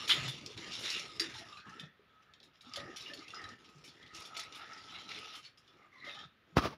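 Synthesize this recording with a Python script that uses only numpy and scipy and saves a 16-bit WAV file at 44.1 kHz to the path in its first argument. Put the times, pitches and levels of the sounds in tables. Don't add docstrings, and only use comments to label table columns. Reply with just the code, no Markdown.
import sys
import numpy as np
from scipy import signal
from scipy.io import wavfile
from scipy.ndimage import uniform_filter1d

SR = 44100
rng = np.random.default_rng(int(sys.argv[2]) if len(sys.argv) > 2 else 0)


def linear_from_db(decibels):
    return 10 ** (np.asarray(decibels, float) / 20)


def bounce(signal):
    frames = np.transpose(np.atleast_2d(signal))
    limited = np.clip(frames, -1, 1)
    pcm = np.round(limited * 32767).astype(np.int16)
    wavfile.write(sys.argv[1], SR, pcm)


N = 298557

# frequency in Hz, level in dB per Hz.
AIR_SPECTRUM = [(15, -33), (25, -15), (44, -12), (96, -7.5), (183, -8.5), (434, -14), (923, -19),
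                (1180, -14.5), (1270, -6), (1380, -12.5), (3550, -19), (7960, -43), (15600, -41)]
AIR_DB = -69.5

# start in seconds, length in seconds, speed in dB,
# shell ring in dB over speed, weight on the floor in dB over speed.
ROLLS = [(-.1, 0.27, -44.5, -10, -5.5), (0.099, 0.19, -42, -13, -4.5), (0.27, 0.273, -54.5, -12.5, 3.5),
         (0.548, 0.18, -49.5, -9.5, 2), (0.69, 0.38, -48.5, -7.5, -3), (1.034, 0.29, -52.5, -10, 0.5),
         (1.199, 0.28, -54.5, -9, -1), (1.48, 0.11, -56.5, -2.5, -2.5), (1.628, 0.22, -62.5, 3, 7),
         (2.055, 0.26, -85, 14.5, -6.5), (2.393, 0.091, -83, -6, 20.5), (2.621, 0.16, -59.5, -0.5, -7),
         (2.732, 0.22, -62.5, 7, 10), (2.958, 0.28, -59.5, -2, 5), (3.244, 0.29, -58.5, -7, 5),
         (3.5, 0.635, -66, -3.5, 5), (4.08, 0.452, -59, 1, 0), (4.5, 0.3, -58.5, -2, -0.5),
         (4.744, 0.51, -57, -2, -1), (5.061, 0.33, -54.5, -7, -7.5), (5.597, 0.27, -73.5, 5.5, 5),
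         (5.902, 0.19, -70, 2.5, 2), (6.009, 0.23, -64.5, 9, 5), (6.457, 0.15, -76, -1, 14)]
# start in seconds, length in seconds, force in dB,
# fine grit in dB over force.
SKIDS = [(0.087, 0.042, -31, -10), (0.123, 0.26, -53, -31), (0.727, 0.026, -45.5, -43),
         (0.81, 0.19, -42.5, -52), (.98, 0.023, -62, -39), (1.106, 0.033, -78, -34),
         (1.201, 0.046, -45.5, -39), (1.329, 0.066, -51, -32), (2.221, 0.013, -70.5, -32),
         (2.53, 0.043, -71.5, -17), (2.726, 0.078, -52, -38), (2.953, 0.15, -56, -11),
         (3.585, 0.02, -68, -38), (4.133, 0.097, -52.5, -30), (4.323, 0.13, -52.5, -13),
         (4.518, 0.11, -56.5, -12), (4.861, 0.16, -56, -14), (5.095, 0.084, -49, -16),
         (5.215, 0.14, -55.5, -11), (5.33, 0.037, -55.5, -9), (5.436, 0.041, -59.5, -29),
         (6.033, 0.093, -55.5, -14), (6.133, 0.066, -77, -30)]
# frequency in Hz, width in Hz, level in dB.
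WHEEL_MODES = [(2800, 120, -4), (3560, 120, 7.5), (3960, 65, -1.5), (5250, 250, -25.5), (5850, 270, -15),
               (7100, 140, -24)]
# frequency in Hz, level in dB per Hz.
SCRAPE_SPECTRUM = [(500, -27), (1000, -7), (1600, -6.5), (2200, -1.5), (3600, -1.5), (4550, -6),
                   (5500, -2.5), (6200, -14.5), (6900, -12), (8100, -26), (10000, -24.5), (13400, -40),
                   (15000, -40.5), (15600, -41)]
# frequency in Hz, level in dB per Hz.
RUMBLE_SPECTRUM = [(15, -57.5), (25, -15.5), (118, 0), (184, -3.5), (325, 0.5), (393, -2), (425, -1.5),
                   (717, -13), (1100, -16.5), (1430, -33.5), (2420, -120)]
# frequency in Hz, width in Hz, level in dB.
SHELL_MODES = [(1272, 49, 2), (1250, 26.5, -26.5), (872, 170, -14.5), (620, 270, -21.5)]
# time in seconds, pitch of its main ring in Hz.
SHELL_FLEX = [(0.0, 1190), (0.14, 1280), (0.7, 1220), (0.74, 1322), (1.21, 1243), (1.47, 1300),
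              (1.51, 1192), (1.75, 1324), (2.42, 1255), (3.47, 1237), (3.58, 1320), (3.68, 1264),
              (5.14, 1310), (5.23, 1264), (5.77, 1281), (5.98, 1143), (6.04, 1221), (6.3, 1290)]
# start in seconds, length in seconds, level in dB.
HUMS = [(2.77, 0.036, -75), (3.322, 0.18, -55), (4.205, 0.043, -62), (4.295, 0.095, -58.5),
        (4.545, 0.04, -56.5), (4.588, 0.05, -52), (4.687, 0.058, -55), (4.917, 0.056, -58),
        (5.06, 0.09, -65), (5.2, 0.08, -65), (5.335, 0.033, -55.5)]
MOVE_RISE_SHARE, MOVE_FALL_DB_PER_S = 0.23, 400.5
ROLL_FINE_DB = -33.5

# start in seconds, peak in dB, pitch in Hz, t60 in seconds.
SNAPS = [(0.0775, -27, 3520, 0.24), (.2787, -30.5, 3480, 0.11), (.752, -41, 3620, .043),
         (.7864, -41, 2800, 0.93), (.9016, -35, 3960, 0.17), (1.1965, -20, 4810, 0.044),
         (1.3422, -45, 3680, 0.1), (1.3825, -40.5, 3950, 0.075), (1.5738, -48, 2570, 0.036),
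         (1.7955, -37.5, 3470, 0.043), (2.4295, -50, 3730, 0.1), (2.6087, -47, 3920, 0.064),
         (2.7593, -30, 3360, 0.041), (2.961, -38, 5700, 0.099), (3.0075, -38.5, 3960, 0.073),
         (3.1352, -35.5, 4520, 0.054), (3.2803, -42.5, 2800, 0.052), (3.69, -49, 2700, 0.053),
         (3.8402, -45.5, 2300, 0.15), (3.878, -47, 3260, 0.038), (4.146, -44.5, 4230, 0.18),
         (4.2513, -40.5, 3470, 0.086), (4.3672, -31.5, 4400, 0.049), (4.3945, -30, 4000, 0.04),
         (4.548, -41.5, 3540, 0.13), (4.7326, -43, 5100, 0.018), (5.0903, -38.5, 3800, 0.033),
         (5.1879, -36, 2800, 0.028), (5.3478, -42, 3160, 0.18), (5.5742, -52, 5000, 0.094)]
# start in seconds, peak in dB, pitch in Hz, t60 in seconds.
TICKS = [(.1013, -40, 3050, 0.14), (.4615, -40.5, 5250, 0.074), (.5028, -45.5, 3420, 0.24),
         (.576, -36, 3710, 0.042), (.7208, -32.5, 4500, 0.059), (1.486, -44, 5250, 0.068),
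         (1.5341, -55, 2780, 0.14), (2.969, -38, 3320, 0.045), (2.3366, -47, 3520, 0.037),
         (2.4015, -57, 3500, 0.032), (2.7365, -29.5, 4720, 0.015), (3.062, -44, 2640, 0.26),
         (3.174, -44, 3920, 0.14), (3.228, -49, 2720, 0.17), (3.304, -39, 2800, 0.053),
         (3.344, -39, 5100, 0.17), (3.4403, -38.5, 3920, 0.049), (3.491, -55, 2500, 0.031),
         (3.6456, -50, 2800, 0.095), (4.028, -47, 3330, 0.04), (4.5241, -40, 3730, 0.042),
         (4.775, -45.5, 4740, 0.25), (4.9853, -44, 3120, 0.3), (5.4292, -50, 5470, 0.1),
         (5.449, -43.5, 4360, 0.1), (5.677, -54.5, 3480, 0.14), (6.0726, -46.5, 3400, 0.4),
         (6.1465, -44, 3450, 0.15), (6.1895, -42.5, 3250, 0.15), (1.5204, -49, 5200, 0.025)]
SNAP_FIZZ_DB, TICK_FIZZ_DB = 12.5, -2.5
# start in seconds, peak in dB, pitch in Hz, t60 in seconds.
CRACKS = [(.28, -42, 4530, .05), (.7365, -35.5, 4470, 0.036), (.752, -45, 3700, 0.018),
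          (.9016, -24.5, 4840, 0.028), (.995, -34, 5000, 0.024), (2.43, -54, 3700, 0.02),
          (2.9707, -39, 4600, 0.02), (3.0066, -51, 5640, 0.024), (3.024, -42, 4900, 0.036),
          (3.083, -50, 4500, .02), (3.1737, -50, 5140, .02), (3.192, -41.5, 4470, .03),
          (3.4167, -46, 5260, .03), (3.4895, -44, 4870, .03), (4.7326, -52, 4870, 0.037),
          (4.138, -52, 5000, 0.037), (4.1477, -39, 5540, 0.025), (4.165, -42, 5500, .02),
          (4.203, -48.5, 9500, 0.027), (4.222, -40.5, 4900, .03), (4.3488, -41, 2770, 0.03),
          (4.372, -35.5, 6300, 0.037), (4.398, -37, 5500, 0.013), (4.436, -49, 8000, .02),
          (4.576, -54, 9400, 0.034), (4.987, -54, 4950, .02), (5.147, -46, 3900, 0.024),
          (5.19, -52, 8900, 0.021), (.0775, -31, 3600, .03), (.4615, -31.5, 5250, 0.015),
          (1.3226, -45, 2530, 0.035), (1.574, -51, 3830, 0.036), (1.6, -46, 3620, 0.058),
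          (1.6942, -49.5, 5140, 0.099), (1.8394, -52, 3360, 0.029), (2.4015, -49.5, 3630, 0.019),
          (3.281, -52.5, 4940, 0.027), (3.7564, -61, 5400, 0.064), (3.782, -56, 5140, .06),
          (3.858, -52, 5200, .08), (3.885, -49, 4300, 0.091), (4.0622, -49.5, 3300, 0.055),
          (4.075, -61, 5000, 0.043), (5.0903, -48, 5500, 0.017), (5.352, -44, 3470, 0.027),
          (6.095, -37.5, 2730, 0.059), (6.24, -45, 3230, 0.045), (.095, -37, 1320, 0.13)]
# frequency in Hz, t60 in seconds.
WALL_DECAY = [(250, 0.2), (700, 0.33), (1800, 0.26), (4600, 0.17), (12000, 0.097)]
# start in seconds, peak in dB, pitch in Hz, t60 in seconds.
RATTLE = [(0.1022, -3, 3390, 0.018), (0.1084, -4.5, 3125, 0.024), (0.1124, -14.5, 2910, 0.036),
          (0.1174, -12, 3640, 0.049), (0.1234, -31, 3720, 0.03), (0.1304, -26.5, 3290, 0.017),
          (0.1364, -21.5, 3700, 0.01), (2.7605, -27, 4550, 0.011), (2.695, -39, 5400, .015),
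          (1.1975, -16, 4020, .012), (3.008, -31, 5430, .015), (4.7326, -37, 5250, 0.022),
          (4.985, -33, 3250, .02), (4.999, -32, 4000, .01), (5.0906, -31, 3840, 0.018),
          (5.103, -31, 3960, .015), (5.1475, -25, 3550, 0.011), (4.6426, -40, 3570, .02),
          (4.8945, -36, 3130, .03)]
# start in seconds, peak in dB, pitch in Hz, t60 in seconds.
KNOCKS = [(0.176, -21, 125, 0.088), (0.21, -28, 120, 0.1), (0.239, -27, 129.7, 0.27),
          (0.58, -31, 332, 0.077), (0.671, -40.5, 197, 0.22), (1.207, -22, 343, 0.072),
          (1.249, -29, 322, 0.071), (1.279, -21.5, 315, 0.025), (1.335, -32.5, 103, 0.13),
          (1.35, -35, 883, 0.054), (1.41, -39.5, 686, 0.082), (1.679, -38.5, 193, 0.11),
          (1.805, -34.5, 215, 0.091), (1.825, -33, 155, 0.11), (1.994, -37.5, 396, 0.028),
          (2.667, -39.5, 250, 0.17), (2.772, -25, 574, 0.042), (3.099, -38, 305, 0.061),
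          (3.11, -42.5, 580, 0.15), (4.14, -49, 331, 0.22), (4.36, -44.5, 680, 0.12),
          (3.186, -30.5, 313, 0.068), (3.347, -63, 336, 0.1), (3.517, -37, 249, 0.095),
          (3.75, -42.5, 150, 0.16), (5.17, -39.5, 433, 0.089), (5.43, -50, 119, 0.16),
          (6.069, -38.5, 582, 0.097), (6.251, -24, 136, 0.021)]
# start in seconds, peak in dB, pitch in Hz, t60 in seconds.
RINGS = [(1.521, -40.5, 1190, 0.1), (1.666, -44.5, 1090, 0.13), (3.061, -33.5, 2830, 0.09),
         (3.099, -37.5, 1766, 0.17), (3.335, -33.5, 1283, 0.15), (1.797, -31, 3570, 0.044),
         (1.555, -45, 1210, 0.053), (1.685, -47, 1300, 0.064), (3.335, -40, 1500, 0.088),
         (1.797, -40, 3600, 0.056), (4.7, -48, 2200, 0.14), (5.959, -50, 1041, 0.2),
         (6.059, -40, 2090, 0.21)]
# start in seconds, peak in dB, pitch in Hz, t60
# in seconds.
MORE_RINGS = [(1.571, -39, 2520, .045), (1.571, -40, 4000, .05), (1.527, -41, 3700, .05), (1.53, -42, 2760, .07),
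              (1.795, -39, 2550, .045), (1.795, -37, 3130, .05), (1.836, -42, 3400, .04), (1.71, -49, 2600, .06),
              (2.29, -60, 1720, .2), (1.655, -45, 1680, .1), (1.8, -46, 1830, .15)]

# start in seconds, length in seconds, level in dB, pitch in Hz.
SQUEAKS = [(0.105, 0.021, -28, 2187), (0.157, 0.14, -49, 2003), (0.644, 0.046, -48.5, 1833),
           (0.826, 0.13, -45.5, 2034), (1.193, 0.016, -36.5, 1750), (1.33, 0.093, -51.5, 1960),
           (1.57, 0.052, -54, 1464), (1.64, 0.062, -51, 1650), (1.72, 0.15, -53.5, 1836),
           (2.0, 0.44, -72, 1750), (2.734, 0.18, -48, 1886), (3.082, 0.034, -55, 1738),
           (3.193, 0.06, -51.5, 2167), (3.329, 0.19, -48.5, 1837), (3.94, 0.13, -53.5, 1860),
           (4.07, .07, -55, 1967), (4.556, 0.22, -49, 1790), (4.899, 0.088, -55, 2160),
           (5.126, 0.056, -57, 2054), (5.321, 0.039, -53, 2140), (5.77, 0.079, -59.5, 2128),
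           (5.9, .1, -53, 2070), (6.0, 0.088, -44.5, 2000), (6.1, 0.044, -60, 1760),
           (6.17, 0.028, -50, 1760)]
# start in seconds, length in seconds, level in dB, pitch in Hz.
WHINES = [
    (1.66, 0.081, -58.5, 2800),
    (2.06, 0.11, -69, 3440),
    (4.88, 0.13, -52, 3850),
    (5.0, 0.089, -53, 3950),
    (5.09, 0.077, -62, 3950),
    (5.95, 0.24, -58.5, 3980),
    (6.06, 0.14, -47.5, 3600),
    (6.14, .08, -59, 3670),
]
SING_RISE_SHARE, SING_FALL_DB_PER_S = 0.36, 203.5

# start in seconds, peak in dB, pitch in Hz, t60 in seconds.
FINGERS = [(6.582, -14, 1256, 0.052), (6.635, -33, 1200, 0.18), (6.48, -58, 249, 0.13),
           (6.525, -40, 170, .2), (6.64, -34, 177, 0.087), (6.655, -23, 656, .04), (6.668, -22, 250, 0.066),
           (6.678, -33, 396, .04), (6.715, -44, 590, .05), (6.727, -34, 890, .05), (6.733, -36, 620, 0.052),
           (6.735, -44, 1250, 0.034), (6.725, -50.5, 2180, 0.14), (6.745, -44, 180, .1)]
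# time in seconds, hand pressure in dB.
RUB_PRESSURE = [
    (6.556, -60),
    (6.568, -29),
    (6.58, -23.5),
    (6.592, -30.5),
    (6.606, -41.5),
    (6.658, -31.5),
    (6.695, -48.5),
    (6.74, -52),
    (6.77, -72),
]
# frequency in Hz, level in dB per Hz.
CASING_SPECTRUM = [(30, -22), (123, -4.5), (658, -10), (949, -15), (1200, -6), (1520, -17), (5480, -24),
                   (7000, -39), (8100, -44.5), (10000, -40.5), (13300, -47), (15000, -44.5), (15600, -35.5)]
# start in seconds, peak in dB, push length in seconds, tick size and sign.
BUMPS = [
    (6.5697, -9.5, 0.0028, -1.5),
    (6.5873, -24, 0.00084, 4),
]


def read(points, hz):
    f, value = np.transpose(points)
    return np.interp(np.log(hz + 1), np.log(f + 1), value)


def evened(x):
    return x / np.sqrt(np.mean(x ** 2) + 1e-20)


def add(mix, s, sound):
    part = mix[round(s * SR):][:len(sound)]
    part += sound[:len(part)]


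def colour(x, points):
    gain_db = read(points, abs(np.fft.fftfreq(8192, 1 / SR)))
    log_gain = np.log(linear_from_db(np.maximum(gain_db, -100)))
    taps = np.fft.ifft(np.exp(np.conj(signal.hilbert(log_gain)))).real[:4096]
    return signal.oaconvolve(x, taps)[:len(x)]


def top_octave(x):
    return signal.sosfilt(signal.butter(4, 7800, "high", fs=SR, output="sos"), x)


def brighter(x, db):
    return x + (linear_from_db(db) - 1) * top_octave(x)


def resonate(x, hz, width):
    turn = np.exp(2j * np.pi * np.cumsum(hz * np.ones(len(x))) / SR)
    r = np.exp(-np.pi * width / SR)
    return 2 * (turn * signal.lfilter([1 - r], [1, -r], x / turn)).real


def body(x, modes, bend=1):
    out = 0
    for k, (hz, width, db) in enumerate(modes):
        out = out + (-1) ** k * linear_from_db(db) * resonate(x, hz * bend, width)
    return out


def patchy(x, depth_db, wide_hz, long_s):
    z = signal.stft(x, nperseg=512, noverlap=384)[2]
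    field = rng.standard_normal(z.shape)
    for _ in range(2):
        field = uniform_filter1d(field, max(1, round(wide_hz * 512 / SR)), axis=0)
        field = uniform_filter1d(field, max(1, round(long_s * SR / 128)), axis=1)
    z = z * linear_from_db(depth_db * evened(field))
    return signal.istft(z, nperseg=512, noverlap=384)[1][:len(x)]


def grit(per_s, spread_db):
    hit = rng.random(N) < per_s / SR
    size = linear_from_db(spread_db * np.minimum(rng.exponential(1, N), 5))
    return evened(hit * rng.standard_normal(N) * size)


def blunt_grit(spread_db):
    soft = signal.butter(2, [450, 2300], "band", fs=SR, output="sos")
    return signal.sosfilt(soft, grit(3000, spread_db))


def moves(rows, db, rise=MOVE_RISE_SHARE, fall_db=MOVE_FALL_DB_PER_S):
    t = np.arange(0, N + 64, 64) / SR
    start, length = np.transpose(rows)[:2, :, None]
    swell = np.sin(np.pi / 2 * np.clip((t - start) / (rise * length), 0, 1)) ** 2
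    fall = fall_db * np.maximum(t - start - length, 0)
    power = (swell * linear_from_db(db[:, None] - fall)) ** 2
    return np.interp(np.arange(N) / SR, t, np.sqrt(power.sum(axis=0)))


def air():
    noise = colour(rng.standard_normal(N), AIR_SPECTRUM)
    return linear_from_db(AIR_DB) * patchy(evened(noise), 0.56, 300, 0.029)


def wheel_contact():
    return patchy(grit(7000, 1.5), 1.2, 7300, .01)


def wheel_scrape(contact):
    speed_db = np.transpose(ROLLS)[2]
    force_db, fine_db = np.transpose(SKIDS)[2:]
    raw = colour(contact + 1.13 * body(contact, WHEEL_MODES), SCRAPE_SPECTRUM)
    fine = patchy(evened(top_octave(raw)), 2, 400, .04)
    scrape = patchy(evened(brighter(raw, -30)), 2.7, 400, .06)
    speed = moves(ROLLS, speed_db - 2.0)
    scrape_level = np.hypot(speed, moves(SKIDS, force_db))
    fine_level = np.hypot(linear_from_db(ROLL_FINE_DB) * speed, moves(SKIDS, force_db + fine_db))
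    return scrape_level * scrape + fine_level * fine


def floor_rumble():
    speed_db, _, weight_db = np.transpose(ROLLS)[2:]
    rumble = patchy(evened(colour(grit(1500, 1.5), RUMBLE_SPECTRUM)), 3.56, 170, 0.039)
    return moves(ROLLS, speed_db + weight_db - 7.0) * rumble


def shell_ring():
    speed_db, ring_db, _ = np.transpose(ROLLS)[2:]
    flex = np.interp(np.arange(N) / SR, *np.transpose(SHELL_FLEX)) / SHELL_MODES[0][0]
    hum = evened(body(blunt_grit(0.81), SHELL_MODES, flex))
    shell = patchy(hum, 2.7, 250, 0.1)
    binding = moves(HUMS, np.transpose(HUMS)[2] - 1.5) * hum
    return moves(ROLLS, speed_db + ring_db - 1.0) * shell + binding


def clicks(rows, fizz_db):
    out, t = np.zeros(N), np.arange(6000) / SR
    small = signal.butter(2, 2100, "high", fs=SR, output="sos")
    noise = colour(rng.standard_normal(len(rows) * len(t)), SCRAPE_SPECTRUM)
    noise = signal.sosfilt(small, noise).reshape(-1, len(t))
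    fizz = top_octave(noise) * (1 - np.exp(-t / 0.0065))
    chance = rng.random((len(rows), 4))
    for (s, db, hz, t60), crackle, top, (near, *more) in zip(rows, brighter(noise, -28.5), fizz, chance):
        dying = linear_from_db(-60 * t / max(t60, .01))
        snap = crackle * dying * (1 - np.exp(-t / 0.00022))
        side_modes = sum(resonate(snap, 2600 + 3600 * u, 250) for u in more)
        snap = snap + 4.6 * resonate(snap, hz, 200) + 0.37 * side_modes
        snap = snap + linear_from_db(fizz_db + 12.0 + 2.4 * (near - 1.5)) * top * dying
        lag = round(SR / (450 + 350 * near))
        snap = snap + .6 * np.pad(snap, (lag, 0))[:len(t)]
        first_crack = crackle * linear_from_db(-60 * t / 0.0043) * (1 - np.exp(-t / 0.001))
        snap = snap + 4.8 * first_crack
        add(out, s, linear_from_db(db) * snap / abs(snap).max())
    return out


def cracks(rows):
    out, t = np.zeros(N), np.arange(2000) / SR
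    for (s, db, hz, t60), crackle in zip(rows, rng.standard_normal((len(rows), len(t)))):
        snap = crackle * linear_from_db(-60 * t / max(t60, .005)) * (1 - np.exp(-t / 0.00023))
        for share in (.45, .7, .9):
            snap = resonate(snap, hz, share * hz)
        add(out, s, linear_from_db(db) * snap / abs(snap).max())
    return out


def corridor(x):
    taps = np.zeros(SR // 2)
    at = np.arange(130, len(taps) - 20, 20)
    taps[at + rng.integers(0, 20, len(at))] = rng.choice([-1., 1.], len(at))
    hz, t, z = signal.stft(taps, SR, nperseg=256)
    decay = linear_from_db(-60 * t / read(WALL_DECAY, hz)[:, None])
    tail = signal.istft(z * decay, SR, nperseg=256)[1]
    return signal.fftconvolve(x, tail / np.linalg.norm(tail))[:N]


def knocks(rows, spread):
    out, t = np.zeros(N), np.arange(9000) / SR
    for s, db, hz, t60 in rows:
        pair = np.sin(2 * np.pi * hz * t) + 0.42 * np.sin(2 * np.pi * hz * (1 + spread) * t)
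        dying = linear_from_db(db - 8.5 - 60 * t / max(t60, .01))
        add(out, s, dying * pair * (1 - np.exp(-t * hz / 1.8)))
    return out


def singing(rows, drive, narrow, wide):
    start, length, db, hz = np.transpose(rows)
    pitch_hz = np.interp(np.arange(N) / SR, start + length / 2, hz)
    tone = resonate(resonate(drive, pitch_hz, narrow), pitch_hz, wide)
    tone = patchy(evened(tone), 1.3, 400, .025)
    return moves(rows, db - 8.0, SING_RISE_SHARE, SING_FALL_DB_PER_S) * tone


def axle_and_rim(contact):
    return singing(SQUEAKS, blunt_grit(0.91), 220, 450) + singing(WHINES, contact, 310, 440)


def hand():
    s, db = np.transpose([(0, -120), (6.545, -120)] + list(RUB_PRESSURE))
    rub_db = np.interp(np.arange(N) / SR, s, db, right=db[-1] - 60)
    out = linear_from_db(rub_db) * brighter(evened(colour(grit(15000, 1.2), CASING_SPECTRUM)), -1.5)
    t = np.arange(4000) / SR
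    for s, db, length, tick_size in BUMPS:
        swing = np.sin(2 * np.pi * 115 * t) * np.exp(-t / (1.25 * length))
        ring = 0.067 * np.sin(2 * np.pi * 1200 * t) * linear_from_db(-60 * t / 0.087)
        tick = tick_size * np.exp(-((t - .0003) / 0.0002) ** 2)
        add(out, s, linear_from_db(db) * (swing + ring + tick))
    return signal.sosfilt(signal.butter(2, 45, "high", fs=SR, output="sos"), out)


def scene():
    contact = wheel_contact()
    rolling = wheel_scrape(contact) + floor_rumble() + shell_ring() + axle_and_rim(contact)
    hits = clicks(SNAPS, SNAP_FIZZ_DB) + clicks(TICKS, TICK_FIZZ_DB) + cracks(CRACKS)
    hits = hits + knocks(RATTLE, .12) + knocks(KNOCKS, 0.15) + knocks(list(RINGS) + list(MORE_RINGS), 0.032)
    touch = hand() + knocks(FINGERS, 0.23)
    return (air() + rolling + hits + linear_from_db(-5.0) * corridor(hits) + touch)[None]


def band_limit(x):
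    return signal.sosfilt(signal.butter(12, 16600, fs=SR, output="sos"), x)


def record(dry):
    thin = signal.sosfilt(signal.butter(3, 52, "high", fs=SR, output="sos"), dry)
    thin = thin - .5 * resonate(thin[0], 8080, 1200)
    edge = signal.firwin(401, 15600, window=("kaiser", 8), fs=SR)
    return band_limit(signal.oaconvolve(thin, edge[None], "same"))


dry = scene()
out = record(dry)
bounce(out)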